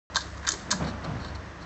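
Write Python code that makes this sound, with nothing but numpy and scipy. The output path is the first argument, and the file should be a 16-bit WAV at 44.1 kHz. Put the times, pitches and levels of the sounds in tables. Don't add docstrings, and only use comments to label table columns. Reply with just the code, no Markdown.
import sys
import numpy as np
from scipy import signal
from scipy.fft import rfft, irfft
from scipy.io import wavfile
from scipy.ndimage import uniform_filter1d

SR = 44100
rng = np.random.default_rng(int(sys.argv[2]) if len(sys.argv) > 2 else 0)


def bounce(signal):
    frames = np.transpose(np.atleast_2d(signal))
    limited = np.clip(frames, -1, 1)
    pcm = np.round(limited * 32767).astype(np.int16)
    wavfile.write(sys.argv[1], SR, pcm)


N = 72765

# f/Hz, relative level/dB
WASH_SPECTRUM = [(25, -8.5), (50, -0.5), (76, -11.5), (120, -6.5), (177, -5), (236, -12.5), (308, -7.5),
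                 (382, -13.5), (549, -15), (619, -10.5), (808, -16.5), (1000, -12.5), (1500, -15.5),
                 (1930, -15.5), (2250, -24), (4200, -30), (6600, -34.5), (8000, -61.5)]
# t/s, level/dB
HISS_LEVELS = [(.1, -64), (.25, -53.5), (.42, -62), (.57, -49), (.68, -58), (.78, -57), (.96, -65.5),
               (1.64, -66)]
# t/s, level/dB
HUM_LEVELS = [(.1, -48.5), (.4, -44.5), (.62, -50), (.85, -43), (1.1, -45), (1.35, -42.5), (1.64, -53.5)]
# peak t/s, half-length/s, relative level/dB
SKIN_SCUFFS = [(0.849, 0.0028, -32), (.886, 0.017, -31), (1.047, 0.0054, -30.5), (1.212, 0.014, -41.5),
               (1.26, 0.025, -39), (1.297, 0.013, -42.5), (1.356, 0.0062, -37), (1.623, 0.012, -40.5)]
# peak t/s, rise/s, fall/s, thump f/Hz, thump level/dB, rub level/dB
FINGER_SLIDES = [(0.249, .006, 0.0087, 303, -44.5, -51), (.54, 0.0099, 0.018, 383, -43.5, -48.5),
                 (.748, 0.053, 0.031, 192.5, -35.5, -42.5), (.825, 0.022, 0.048, 180.6, -31, -35),
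                 (.88, .022, 0.088, 228, -39, -40), (1.045, 0.019, 0.051, 160, -35.5, -38),
                 (1.125, 0.035, 0.058, 130, -33, -41), (1.176, 0.013, 0.14, 96, -39, -45)]
# f/Hz, relative level/dB
RUB_SPECTRUM = [(100, -33.5), (260, -4), (370, -4.5), (560, 2.5), (800, -1.5), (1300, -4), (1800, -10),
                (2600, -16), (5000, -24.5), (8000, -36)]
# f/Hz, width/Hz, relative level/dB
CASE_TONES = [(606, 23, 6), (932, 80, -1.5), (1116, 117, -1), (1318, 94, -3.5), (1490, 124, -2.5),
              (1655, 157, 0.5), (2170, 490, -12.5), (3123, 100, -1), (3673, 205, -1.5), (4206, 260, 0),
              (4667, 150, -1.5), (5370, 400, -3.5), (6167, 300, -5), (6764, 310, -3.5), (7270, 150, -5.5),
              (7454, 320, -6.5)]
# t/s, relative level/dB, scrape decay/s, knock level/dB, knock f/Hz, edge level/dB
CASE_CLICKS = [(0.1463, -11.5, 0.0076, 5.5, 1200, -1), (.158, 6, 0.00042, -6, 1100, -16),
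               (0.1621, -14, .001, -1, 1200, -2), (0.1646, 1.5, 0.002, 0.5, 1150, -1.5),
               (0.1685, -5.5, 0.0017, 11, 1040, 1), (.1805, -15.5, .004, 4.5, 1100, 4.5),
               (0.188, -19.5, .003, -11, 1090, -2), (0.206, -12.5, .004, -6, 1090, -5),
               (0.2167, -12, .002, -6.5, 1110, -10), (.372, -26.5, 0.0056, 11.5, 1085, 3),
               (.43, -24.5, 0.014, 16, 1600, -8), (0.4495, -24, .004, 18.5, 1670, 1.5),
               (0.4676, -8, 0.0032, -0.5, 1620, -5), (0.4719, -5, 0.0018, 4.5, 1600, -1.5),
               (0.4777, -9.5, .0015, 11, 1600, 6), (0.4839, -14.5, .003, 16.5, 1600, 7.5),
               (0.489, -1, 0.00034, 1, 1243, 6.5), (0.4929, -13, 0.0013, -3.5, 1400, 9.5),
               (0.5052, -7, .002, -3, 1530, -6), (0.518, -9.5, 0.0026, -1.5, 1510, 10),
               (.527, -21, .002, -3.5, 1520, 7.5), (.5368, -14, .003, 8.5, 1400, 0.5),
               (0.595, -22, .003, -5, 1410, -23), (.706, -8, 0.0042, 7, 1600, 3.5),
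               (0.7117, -1.5, 0.0046, -0.5, 1460, 6.5), (0.7137, -3.5, .002, -3, 1500, 6),
               (0.7211, -11, .003, 14.5, 980, 2), (0.7219, -8.5, 0.00092, 6.5, 1600, 7.5),
               (0.7283, -12.5, 0.00065, 15.5, 1190, -2), (0.732, -11, .005, 5.5, 1400, -7),
               (1.247, -18, .002, 10, 1140, -20)]


def undb(db):
    return 10 ** (np.asarray(db) / 20)


def unit(x):
    return x / np.sqrt(np.mean(x ** 2))


def ring(x, hz, width):
    return signal.lfilter(*signal.iirpeak(hz, hz / width, fs=SR), x)


def colour(x, spectrum):
    hz, db = np.array(spectrum).T
    freqs = np.maximum(np.fft.rfftfreq(N, 1 / SR), 1)
    gain = undb(np.interp(np.log(freqs), np.log(hz), db))
    return unit(irfft(rfft(x) * gain, N))


def wander(rate):
    span = int(SR / rate)
    smoothed = uniform_filter1d(rng.standard_normal(N), span)
    return unit(uniform_filter1d(smoothed, span))


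def friction(grain=0.245):
    return unit(rng.standard_normal(N) * np.exp(grain * wander(460)))


def outdoor_wash(t, start_db=-41.5, fade_db_per_s=0.5, flicker_db=0.5):
    noise = colour(rng.standard_normal(N), WASH_SPECTRUM)
    return noise * undb(start_db - fade_db_per_s * t + flicker_db * wander(23.4))


def thin_hiss(t):
    treble = signal.butter(3, [3300, 7950], "band", fs=SR, output="sos")
    hiss = unit(signal.sosfilt(treble, friction()))
    return hiss * undb(np.interp(t, *np.array(HISS_LEVELS).T))


def low_hum(t, pitch_drift=0.019, waver_db=2.5):
    hum = 0
    for hz, db in [(69.5, 0), (97.3, -2)]:
        pitch = hz * (1 + pitch_drift * wander(9))
        tone = np.sqrt(2) * np.sin(2 * np.pi * np.cumsum(pitch) / SR)
        hum += tone * undb(db + waver_db * wander(17))
    return hum * undb(np.interp(t, *np.array(HUM_LEVELS).T))


def case_ringing(knock_gain, knock_hz, edge_gain, spread_octaves=0.57):
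    tap = signal.unit_impulse(SR // 20)
    ringing = 0
    for k, (hz, width, db) in enumerate(CASE_TONES):
        knock = knock_gain * np.exp(-(np.log2(hz / knock_hz) / spread_octaves) ** 2 / 2)
        strength = np.interp(hz, [2270, 3830, 7240], [knock, 1, edge_gain])
        ringing += (-1) ** k * undb(db) * strength * ring(tap, hz, width)
    return ringing


def skin_scuffs(t):
    pressure = sum(undb(db) * np.exp(-((t - at) / half) ** 2 / 2) for at, half, db in SKIN_SCUFFS)
    brush = friction() * pressure
    ringing = case_ringing(knock_gain=2.03, knock_hz=1350, edge_gain=0.19)
    body = signal.fftconvolve(brush, ringing)[:N]
    high_ring = ring(brush, hz=4350, width=380)
    return undb(-1.5) * body - undb(1) * high_ring


def finger_slides(t, width_hz=117.4):
    slides = 0
    for at, rise, fall, hz, thump_db, rub_db in FINGER_SLIDES:
        pressure = np.exp(-((t - at) / np.where(t < at, rise, fall)) ** 2 / 2)
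        shudder = ring(friction(), hz, width_hz)
        thump = unit(ring(shudder, hz, width_hz))
        rub = colour(friction(), RUB_SPECTRUM)
        slides += pressure * (undb(thump_db) * thump + undb(rub_db) * rub)
    return slides


def case_creaks(t, snap_db=-3.5, crack_db=-16, tail_db=-9, tail_rise_s=0.0013, tail_decay_s=0.036):
    clicks = 0
    for start, db, decay, knock_db, knock_hz, edge_db in CASE_CLICKS:
        age = np.maximum(t - start, 0)
        rise = 0.66 * decay
        scrape = rng.standard_normal(N) * (1 - np.exp(-age / rise)) * np.exp(-age / decay)
        contact = scrape / np.linalg.norm(scrape)
        contact[int(start * SR)] += undb(snap_db)
        ringing = case_ringing(undb(knock_db), knock_hz, undb(edge_db))
        body = signal.fftconvolve(contact, ringing)[:N]
        crack = ring(contact, hz=4900, width=6000)
        clicks += undb(db) * (body + undb(crack_db) * crack)
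    blur = rng.standard_normal(N) * np.exp(-t / tail_decay_s) * (1 - np.exp(-t / tail_rise_s))
    tail = signal.fftconvolve(clicks, blur / np.linalg.norm(blur))[:N]
    return clicks + undb(tail_db) * tail


def scene():
    t = np.arange(N) / SR
    handling = undb(12) * case_creaks(t) + skin_scuffs(t) + finger_slides(t)
    background = outdoor_wash(t) + thin_hiss(t) + low_hum(t)
    return (handling + background)[None]


def record(dry, start_s=0.1):
    opened = dry * (np.arange(N) / SR >= start_s)
    bass_cut = signal.butter(4, 42, "high", fs=SR, output="sos")
    treble_cut = signal.ellip(8, .3, 70, 7950, fs=SR, output="sos")
    return signal.sosfilt(treble_cut, signal.sosfilt(bass_cut, opened))


dry = scene()
out = record(dry)
bounce(out)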